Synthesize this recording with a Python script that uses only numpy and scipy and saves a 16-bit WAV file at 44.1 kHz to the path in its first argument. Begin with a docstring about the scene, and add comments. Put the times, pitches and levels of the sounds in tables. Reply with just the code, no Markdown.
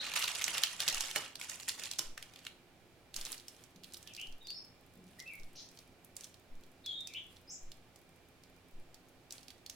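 """Parchment rustles and snaps as hands press it into a metal pan, which is knocked a few times; then thick
batter slumps onto it with small crackles and sticky ticks. A songbird sings outside the echoing kitchen,
over low hum and a slow subsonic throb. Paper and batter are showers of tiny slips ringing facets of the sheet,
plus single snaps; the pan is a set of decaying modes, the bird gliding sines, the thuds and air shaped noise."""
import sys
import numpy as np
from scipy import signal
from scipy.fft import rfft, irfft
from scipy.io import wavfile
from scipy.ndimage import uniform_filter1d

SR = 44100
rng = np.random.default_rng(int(sys.argv[2]) if len(sys.argv) > 2 else 0)


def log_audio(samples):
    """Write samples as a 16-bit WAV file to the path given in sys.argv[1]."""
    # one column per channel
    frames = np.atleast_2d(samples).T
    # limit to full scale, then quantise
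    limited = np.clip(frames, -1, 1)
    pcm = np.round(limited * 32767).astype(np.int16)
    wavfile.write(sys.argv[1], SR, pcm)


N = 429975
TIME = np.arange(N) / SR

# modes of the pan: f/Hz, relative level/dB, t60/s
PAN_MODES = [(167, -3, 0.12), (326.6, -0.5, 0.17), (428, -6, 0.17), (600, 6, 0.067), (805, 1, 0.16),
             (1042, 0, 0.17), (1470, -11, 0.12), (1650, -9, 0.039), (1770, -29, .16), (2980, 9.5, 0.17)]
# how alike left and right are for sounds in the pan: f/Hz, likeness (1 = identical)
CLOSE_LIKENESS = [(300, 0.99), (2000, 0.63), (4000, 0.72), (8000, 0.15), (16000, 0.12)]
# how alike left and right are for the room: f/Hz, likeness (1 = identical)
AIR_LIKENESS = [(30, 0.59), (250, 0.82), (700, 0.76), (2000, 0.355), (5000, 0.13), (16000, 0.163)]

# left-right balance: below 0 leans to the right
SNAP_PAN_DB, TICK_PAN_DB = -2.5, -3.5
FACET_T60_S = .03
CUTOFF_HZ = 16200


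def parchment():
    """Fingers slide over the sheet; creases snap, wrinkles crackle and the pan bottom sounds under the pressure."""
    # hands press and smooth the sheet: t/s, hold/s, hiss/dB, crackle over hiss/dB, pan bottom over hiss/dB
    presses = [(0.0, .15, -40.5, -23, -10.5), (0.153, .085, -34.5, -5.5, -18.5),
               (0.267, .02, -35.5, -18.5, -22), (0.335, .175, -42, -3, -11.5),
               (0.525, .06, -36.5, -10, -10), (0.612, .028, -36, -21, -30), (0.685, .1, -51.5, -1, -35),
               (0.789, .042, -38.5, -7, -10.5), (0.862, .02, -33.5, -12.5, -12.5),
               (0.913, .185, -42.5, -2.5, -13), (1.145, .035, -41, -5, -4.5),
               (1.208, .07, -51.5, -30.5, -10), (1.388, .055, -46.5, -2, -18.5),
               (1.484, .065, -49.5, 0.5, -12), (1.592, .05, -58, 3, -23), (1.669, .032, -46, 0, -21),
               (1.772, .085, -45.5, -2, -11.5), (1.896, .045, -55.5, -8, -19.5),
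               (1.986, .03, -46, -6.5, -10), (2.18, .3, -64, -5.5, -6)]
    # creases snapping: t/s, relative level/dB, centre f/Hz, ring t60/ms
    creases_at = [(0.066, -21, 2920, 3.2), (0.137, -23, 2540, 16), (0.161, -18.5, 2000, 14),
                  (0.224, -17.5, 2920, 11), (0.278, -22.5, 2540, 34), (0.355, -22, 4280, 7.5),
                  (0.413, -24.5, 2550, 25), (0.419, -22.5, 3430, 14), (0.441, -13, 5940, 9.1),
                  (0.48, -19, 2210, 17), (0.55, -27.5, 1650, 5.6), (0.58, -18.5, 2940, 18),
                  (0.635, -9.5, 3560, 14.5), (0.803, -18.5, 4000, 27), (0.819, -22.5, 3600, 7.9),
                  (0.879, -16, 3960, 19), (0.8845, -15, 4600, 19), (0.898, -22, 5000, 11),
                  (0.945, -20, 5760, 12), (1.007, -18.5, 6200, 16), (1.112, -26, 3300, 14),
                  (1.16, -14.5, 2300, 11.4), (1.355, -26.5, 4070, 9.6), (1.413, -25, 3100, 9),
                  (1.496, -25, 6700, 18), (1.599, -32.5, 3460, 16), (1.686, -19, 8150, 16),
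                  (1.692, -17, 4570, 10), (1.796, -28.5, 5300, 11), (1.836, -26, 5800, 10),
                  (1.856, -26, 4860, 7.7), (1.913, -19.5, 5300, 7.7), (1.935, -28.5, 3600, 10),
                  (1.9865, -23, 6800, 30), (1.991, -16, 5430, 16), (2.177, -25.5, 1970, 9.4),
                  (2.226, -29.5, 2940, 11.5), (2.336, -41.5, 3200, 13), (2.36, -37, 3300, 11),
                  (2.39, -41, 3470, 11), (2.45, -36, 3350, 13), (2.467, -24, 2620, 9.5)]
    # spectrum of the rustle: f/Hz, density/dB per Hz
    paper_spectrum = [(500, -19.5), (900, -8.5), (1500, -6.5), (2200, -3.5), (2800, 1), (4000, -5.5),
                      (6000, -9.5), (9000, -17), (16000, -30)]
    # spectrum of the bright crackle: f/Hz, density/dB per Hz
    crackle_spectrum = [(3000, -20.5), (5500, -4), (7500, 2), (10000, -4), (13000, -15), (16000, -16)]
    # spectrum of rubbing on the pan bottom: f/Hz, density/dB per Hz
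    rub_spectrum = [(70, -7.5), (150, -8), (380, -11), (500, 0.5), (700, -4.5), (1100, -1), (1800, 4.5),
                    (4000, -40)]

    hiss, crackle, press = 0, 0, 0
    for s, hold_s, db, bright_db, bottom_db in presses:
        movement = from_db(db) * swell(s, hold_s, attack_s=0.013, release_db_per_s=221)
        hiss = hiss + movement
        crackle = crackle + from_db(bright_db) * movement
        press = press + from_db(bottom_db) * movement

    slips = grains(per_s=6000, spread_db=2.5, clump_db=4.0, width=0.029, shift_db=-0.5)
    rustle = from_db(-4.5) * hiss * coloured(slips, paper_spectrum)
    rustle = rustle + from_db(-5.0) * crackle * coloured(slips, crackle_spectrum)

    friction = coloured(noise(CLOSE_LIKENESS), rub_spectrum)
    resonance = rms_one(pan_body(friction))
    bottom = from_db(-4.0) * press * (friction + from_db(-4.0) * resonance)

    folds = clustered(creases_at, weaker_db=12.5, octaves=0.22, ring_ms=2)
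    creases = from_db(-8.0) * snaps(
        folds, SNAP_PAN_DB, width=0.28, broad_db=-9.5, low_hz=1280, top_hz=12200,
        scatter_db=-8, scatter_t60=0.026, modes_db=-17.5, modes_t60=FACET_T60_S)

    strays = stray_snaps(hiss + crackle, db=3.5, spread_db=10, hz=4600, octaves=2.0, ring_ms=5.6,
                         follows=.15, count=130)
    wrinkles = snaps(
        strays, SNAP_PAN_DB, width=0.25, broad_db=-25, low_hz=1300, top_hz=12000,
        scatter_db=-14, scatter_t60=0.059, modes_db=-13, modes_t60=FACET_T60_S)
    return (rustle + bottom) * panned(pan_db=-3.5) + creases + wrinkles


def pan():
    """Every knock rings all modes, each with a new strength; each mode reaches the two sides at its own phase."""
    # the pan knocked against the counter: t/s, relative level/dB
    knocks = [(0.479, -53.5), (0.635, -69), (0.886, -58), (1.160, -47), (1.989, -52), (2.178, -72.5)]
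    out, t = np.zeros((2, N)), TIME[:SR // 2]
    for s, db in knocks:
        ring = 0
        for hz, level_db, t60 in PAN_MODES:
            strength = rng.choice([-1, 1]) * from_db(rng.normal(0, 2))
            phase = rng.normal(0, 0.25, (2, 1))
            fade = from_db(level_db - 60 * t / t60)
            ring = ring + strength * fade * np.sin(2 * np.pi * hz * t + phase)
        add(out, s, from_db(db - 1.0) * ring)
    return out * panned(pan_db=-1.5)


def pan_body(x):
    """The thin metal under the paper passes on what touches it, strongest at its modes."""
    out = 0
    for k, (hz, db, t60) in enumerate(PAN_MODES):
        # broad peaks: the modes ring shorter here than in a knock
        b, a = signal.iirpeak(hz, hz * t60 / 7.5, fs=SR)
        out = out + (-1) ** k * from_db(db) * signal.lfilter(b, a, x)
    return out


def batter():
    """The heavy mass creases the paper beneath it with a dry crackle, and ticks as it sticks and parts."""
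    # the paper gives way under the batter: t/s, hold/s, relative level/dB
    slumps = [(3.128, .2, -51), (3.442, 0.19, -64.5), (3.834, .41, -65), (5.066, .75, -69.5),
              (6.151, .1, -61.5), (7.28, .025, -59.5), (9.303, 0.055, -57.5), (9.451, 0.041, -67),
              (9.69, .06, -62.5)]
    # batter ticking as it folds and sticks to the paper: t/s, relative level/dB, centre f/Hz
    ticks_at = [(3.1416, -35.5, 4050), (3.1628, -27, 6000), (3.212, -33, 5350), (3.265, -36, 4220),
                (3.319, -31, 8350), (3.3277, -32.5, 4900), (3.482, -36, 5760), (3.7603, -50, 4250),
                (3.8353, -44, 3940), (3.843, -39.5, 3580), (3.936, -39, 8400), (3.9433, -37, 4200),
                (3.9692, -43, 5470), (3.9735, -45, 12000), (4.0736, -39.5, 3730), (4.136, -43.5, 6020),
                (4.1487, -41, 4290), (4.1645, -38, 4060), (4.2133, -39, 5800), (4.324, -49.5, 4600),
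                (4.4702, -40, 4870), (4.504, -37.5, 4400), (5.1934, -44, 5500), (5.2005, -37, 4200),
                (5.3347, -46.5, 11000), (5.3532, -47.5, 11100), (5.433, -51, 4700), (5.7732, -48, 4100),
                (5.7887, -44.5, 4430), (6.0466, -46.5, 12000), (6.166, -34, 7420), (6.2085, -40, 6200),
                (6.236, -44, 4830), (6.2427, -37.5, 5500), (6.3422, -48.5, 4300), (6.636, -52, 4240),
                (6.8607, -34.5, 4140), (7.006, -45, 7240), (7.072, -35, 5530), (7.1368, -39.5, 4170),
                (7.3672, -49, 3830), (7.7176, -42.5, 4050), (7.9592, -49, 6100), (8.436, -50, 4650),
                (8.9437, -45.5, 4600), (9.307, -38, 4900), (9.3235, -34.5, 6170), (9.3812, -46, 4600),
                (9.4818, -42, 3770), (9.5038, -43, 3820), (9.6624, -38, 4600), (9.6974, -33.5, 5080)]
    # spectrum of the creasing paper: f/Hz, density/dB per Hz
    batter_spectrum = [(200, 4), (600, -5), (1500, -5), (3200, -1.5), (6000, -11.5), (10000, -6),
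                       (16000, -16)]

    load = 0
    for s, hold_s, db in slumps:
        load = load + from_db(db) * swell(s, hold_s, attack_s=0.044, release_db_per_s=169.5)
    slips = grains(per_s=9000, spread_db=3.0, clump_db=3.0, width=.5, shift_db=2.0)
    creasing = from_db(-1.6) * load * coloured(slips, batter_spectrum)

    tick_ring_ms = 10.5
    rows = clustered([(*tick, tick_ring_ms) for tick in ticks_at], weaker_db=16, octaves=0.57, ring_ms=3.1)
    rows += stray_snaps(load, db=23, spread_db=14, hz=5500, octaves=0.92, ring_ms=10,
                        follows=0.31, count=30)
    ticks = snaps(
        rows, TICK_PAN_DB, width=0.23, broad_db=-16.5, low_hz=2570, top_hz=16300,
        scatter_db=-13.5, scatter_t60=0.053, modes_db=-17, modes_t60=0.015)
    return creasing * panned(pan_db=-2.5) + ticks + stickiness(level_db=-53, spread_db=1.0)


def stickiness(level_db, spread_db, count=72):
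    """Faint ticks at random while the batter creeps out of the bowl, densest in mid-pour."""
    times = rng.triangular(3.4, 5.2, 9.75, count)   # first, densest, last s
    rows = [(s, level_db + spread_db * rng.uniform(-1, 1), rng.uniform(6000, 13000), 5) for s in times]
    return snaps(
        rows, TICK_PAN_DB, width=.48, broad_db=-7, low_hz=3200, top_hz=16000,
        scatter_db=-22, scatter_t60=.06, modes_db=-28, modes_t60=.018)


def thuds():
    """Soft, low bumps that boom briefly: noise with a bass spectrum under a decaying envelope."""
    # dull thuds as the heavy batter is shifted: t/s, level/dB, decay t60/s
    bumps = [(3.755, -59, 0.81), (4.96, -55, 0.88)]
    # spectrum of a thud: f/Hz, density/dB per Hz
    thud_spectrum = [(90, -39), (150, 5), (195, 13), (260, -1), (400, -2), (1000, -72)]
    out, t = np.zeros((2, N)), TIME[:SR // 2]
    boom = coloured(noise(CLOSE_LIKENESS), thud_spectrum)
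    for s, db, t60 in bumps:
        fade = from_db(-60 * t / t60) * (1 - np.exp(-t / 0.008))
        start = round(s * SR)
        bump = boom[:, start:start + len(t)] * fade
        add(out, s, from_db(db) * rms_one(bump) * np.sqrt(np.mean(fade ** 2)))
    return out


def bird():
    """Gliding whistles with a faint octave and a rough trill, that arrive mostly as reflections."""
    # bird notes: t/s, length/s, first f/Hz, last f/Hz, loudest 20 ms/dB, trill swing/Hz
    song = [(0.0, 0.017, 3780, 4160, -41.5, 170), (4.037, .047, 1700, 1770, -67, 20),
            (4.06, 0.064, 3590, 2774, -57, 310), (4.171, 0.071, 2560, 2944, -44.5, 230),
            (4.403, 0.085, 3790, 3626, -56, 72), (4.447, 0.021, 4880, 4720, -59, 54),
            (4.479, 0.034, 4350, 4600, -44, 150), (4.531, 0.066, 5165, 5350, -48, 66),
            (5.184, 0.037, 1860, 2090, -54, 30), (5.256, 0.044, 2550, 2670, -47.5, 31),
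            (5.275, .09, 2694, 2186, -50, 61), (5.55, 0.065, 4680, 5020, -50.5, 1160),
            (6.836, 0.064, 3850, 4050, -52.5, 320), (6.86, 0.062, 3510, 3296, -40, 55),
            (6.897, 0.133, 3580, 3678, -43.5, 84), (7.067, 0.13, 2600, 2290, -56, 115),
            (7.143, 0.043, 2650, 3180, -42, 195), (7.471, 0.066, 4800, 5500, -53.5, 140),
            (7.494, 0.042, 5570, 6860, -48, 510)]
    glide_ease = 2.13   # a note leaves its first pitch fast and settles on its last
    trill_per_s, trill_roughness = 140, 0.606
    out, path = np.zeros((2, N)), echoes(t60=0.18, treble_t60=0.41, build_s=0.0066)
    path[:, 0] += .5   # direct sound
    for s, length, first_hz, last_hz, db, swing_hz in song:
        t = TIME[:int(length * SR)]
        glide_hz = last_hz + (first_hz - last_hz) * (1 - t / length) ** glide_ease
        wobble = drift(891, size=SR)[:len(t)]
        trill = np.sin(2 * np.pi * trill_per_s * t) + trill_roughness * wobble
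        phase = 2 * np.pi * np.cumsum(glide_hz + swing_hz * trill) / SR
        whistle = np.sin(phase) + from_db(-30.0) * np.sin(2 * phase)
        note = whistle * signal.windows.tukey(len(t), .3)
        heard = signal.fftconvolve(note[None], path, axes=1)
        loudest = uniform_filter1d(np.mean(heard ** 2, axis=0), size=900).max()
        add(out, s, from_db(db) * heard / np.sqrt(loudest))
    return out


def room_tone():
    """Steady air noise, an appliance with a wavering hum and a thin whine, and the throb."""
    # spectrum of the air: f/Hz, density/dB per Hz
    air_spectrum = [(25, -3), (53, -23), (92, -3.5), (200, -8), (380, -7), (480, -9.5), (780, -10.5),
                    (950, -16.5), (2700, -18.5), (5000, -24), (6000, -27), (16000, -33)]
    # appliance hum: f/Hz, level before wavering/dB rms
    hum_tones = [(59, -78.5), (86.5, -79), (118, -80.5), (173, -79), (261, -77), (353, -78.5)]
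    air = from_db(-63.5) * coloured(noise(AIR_LIKENESS), air_spectrum)
    hum = 0
    for hz, db in hum_tones:
        level = from_db(db + 4.4 * np.minimum(drift(13), 1)) * np.sqrt(2)
        hum = hum + level * np.sin(2 * np.pi * hz * TIME + 0.7 * drift(3.6))
    whine_hz, half_width_hz = 2360, 45
    whine_band = [whine_hz - half_width_hz, whine_hz + half_width_hz]
    whine = from_db(-80.0) * rms_one(filtered(noise(AIR_LIKENESS), whine_band, "band"))
    steady = (air + hum + whine) * panned(pan_db=-2.5)
    return steady + throb(width_s=0.021, level_db=-37.0, low_hz=4.4)


def throb(width_s, level_db, low_hz):
    """A soft pressure pulse about once a second; the microphone's bass roll-off makes it swing back."""
    first_s, period_s = .964, 1.1145
    from_pulse_s = (TIME - first_s + period_s / 2) % period_s - period_s / 2
    pulse = -np.exp(-(from_pulse_s / width_s) ** 2)
    return from_db(level_db) * filtered(pulse, low_hz, "high")


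def grains(per_s, spread_db, clump_db, width, shift_db, count=26):
    """Tiny slips, uneven in size and coming in clumps, each ringing one of many facets of the sheet."""
    sizes = from_db(spread_db * np.minimum(rng.exponential(1, N), 3) + clump_db * drift(220))
    slips = rng.standard_normal((2, N)) * sizes * (rng.random(N) < per_s / SR)
    pitches, out = np.geomspace(600, 15000, count), 0
    # small facets outnumber large ones
    facet = rng.choice(count, N, p=np.sqrt(pitches) / np.sqrt(pitches).sum())
    for k, hz in enumerate(pitches):
        struck = slips * (facet == k) + 1e-18
        ring = rms_one(filtered(struck, [hz / (1 + width), hz * (1 + width)], "band", order=1))
        # facets come and go as the sheet bends
        presence = from_db(shift_db * np.clip(drift(35), -2, 2))
        out = out + np.sqrt(hz) * ring * presence
    return stereo(out, CLOSE_LIKENESS)


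def snaps(rows, pan_db, width, broad_db, low_hz, top_hz, scatter_db, scatter_t60, modes_db, modes_t60, count=5):
    """Each snap shakes one facet for a few ms, leaves a few modes ringing and scatters between the pan walls."""
    out, t = np.zeros((2, N)), TIME[:4096]
    for s, db, hz, ring_ms in rows:
        white = noise(CLOSE_LIKENESS, size=len(t))
        facet = filtered(white, [hz / (1 + width), hz * (1 + width)], "band", order=1)
        shake = filtered(facet + from_db(broad_db) * white, low_hz, "high")
        shake = filtered(shake, top_hz, "low")
        ring = from_db(-60 * 1000 * t / max(ring_ms, 1))
        scatter = from_db(scatter_db - 60 * t / scatter_t60)
        fade = (ring + scatter) * (1 - np.exp(-t / 0.00047))
        burst = rms_one(shake * fade) * np.sqrt(np.mean(fade ** 2))

        pitches = np.minimum(hz * 2 ** rng.uniform(-0.667, 0.64, (count, 1)), CUTOFF_HZ)
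        strengths = rng.normal(0.81, 0.76, (2, count)) * rng.choice([-1, 1], count)
        modes = strengths @ np.sin(2 * np.pi * pitches * t)
        ringing = modes * from_db(modes_db - 60 * t / modes_t60)
        add(out, s, from_db(db) * panned(pan_db + rng.normal(0, 1.5)) * (burst + ringing))
    return out


def clustered(rows, weaker_db, octaves, ring_ms, count=2):
    """A fold gives way in steps: a small snap announces the main one and another follows it."""
    lead_s, lag_s = .004, .013   # longest wait before and after
    delays = [-lead_s] + [lag_s] * (count - 1)
    small = []
    for s, db, hz, _ in rows:
        for delay in delays:
            at_s = s + delay * rng.uniform(.4, 1)
            small_db = db - weaker_db + rng.normal(0, 3)
            small_hz = hz * 2 ** (octaves * rng.uniform(-1, 1))
            small.append((at_s, small_db, small_hz, ring_ms))
    return list(rows) + small


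def stray_snaps(gain, db, spread_db, hz, octaves, ring_ms, follows, count=60):
    """Rows of small snaps at random, more frequent and louder the harder the sheet is worked."""
    chance = np.cumsum(gain ** follows)
    draws = rng.random((count, 3))
    at = np.searchsorted(chance, chance[-1] * (np.arange(count) + draws[:, 0]) / count)
    rows = []
    for i, (_, weak, pitch) in zip(at, draws):
        level_db = 20 * np.log10(gain[i] + 1e-9) + db - spread_db * weak
        rows.append((i / SR, level_db, hz * 2 ** (octaves * (pitch - .5)), ring_ms))
    return rows


def swell(s, hold_s, attack_s, release_db_per_s):
    """Gain of one movement: it rises, holds and dies away."""
    t = TIME - s
    return np.clip(t / attack_s, 0, 1) * from_db(-release_db_per_s * np.clip(t - hold_s, 0, 1))


def echoes(t60, treble_t60, build_s):
    """Diffuse reflections that build up, bass and treble dying at their own rates; unit mean energy per ear."""
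    t, diffuse = TIME[:SR], noise(AIR_LIKENESS, size=SR)
    low = filtered(diffuse, 5700, "low", order=1)
    tail = low * from_db(-60 * t / t60) + (diffuse - low) * from_db(-60 * t / treble_t60)
    return rms_one(tail * (1 - np.exp(-t / build_s))) / np.sqrt(SR)


def noise(likeness, size=N):
    """White noise at left and right."""
    return stereo(rng.standard_normal((2, size)), likeness)


def stereo(pair, likeness):
    """Two unrelated signals become left and right, as alike at each frequency as the likeness says."""
    size = pair.shape[1]
    alike = np.clip(on_bins(likeness, size), -1, 1)
    mid, side = rfft(pair)
    both = np.sqrt(1 + alike) * mid + np.sqrt(1 - alike) * side * [[1], [-1]]
    return irfft(both, size) / np.sqrt(2)


def coloured(x, spectrum):
    """Shape a signal by a spectrum; rms 1."""
    return rms_one(irfft(rfft(x) * from_db(on_bins(spectrum, N)), N))


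def on_bins(points, size):
    """A curve over frequency read at the bins of a transform."""
    hz, value = np.transpose(points)
    return np.interp(np.log(np.fft.rfftfreq(size, 1 / SR) + 1), np.log(hz), value)


def filtered(x, hz, kind, order=2):
    """Causal Butterworth filter."""
    sos = signal.butter(order, np.clip(hz, 2, .47 * SR), kind, fs=SR, output="sos")
    return signal.sosfilt(sos, x)


def drift(per_s, size=N):
    """Smooth random wander around 0: normal draws, per_s of them a second, joined by lines."""
    points = rng.standard_normal(size // 20 + 2)
    return np.interp(np.arange(size) / SR * per_s, np.arange(len(points)), points)


def panned(pan_db):
    """Left and right gains, pan_db apart."""
    return from_db(np.array([[pan_db], [-pan_db]]) / 2)


def from_db(db):
    """Decibels to gain."""
    return 10 ** (np.asarray(db) / 20)


def rms_one(x):
    """Scale to rms 1."""
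    return x / np.sqrt(np.mean(x ** 2) + 1e-20)


def add(out, s, sound):
    """Mix a stereo sound in at a time in seconds."""
    at = max(round(s * SR), 0)
    out[:, at:at + sound.shape[1]] += sound[:, :N - at]


def scene():
    """Sounds in the pan are close; the kitchen answers with a short, soft tail."""
    close = parchment() + pan() + batter()
    walls = from_db(-8.5) * echoes(t60=0.41, treble_t60=0.28, build_s=0.0017)
    reverb = signal.fftconvolve(close, walls, axes=1)[:, :N]
    return close + reverb + thuds() + bird() + room_tone()


def record(dry):
    """The top is cut steeply."""
    return signal.sosfilt(signal.ellip(10, .2, 80, CUTOFF_HZ, fs=SR, output="sos"), dry)


dry = scene()
out = record(dry)
log_audio(out)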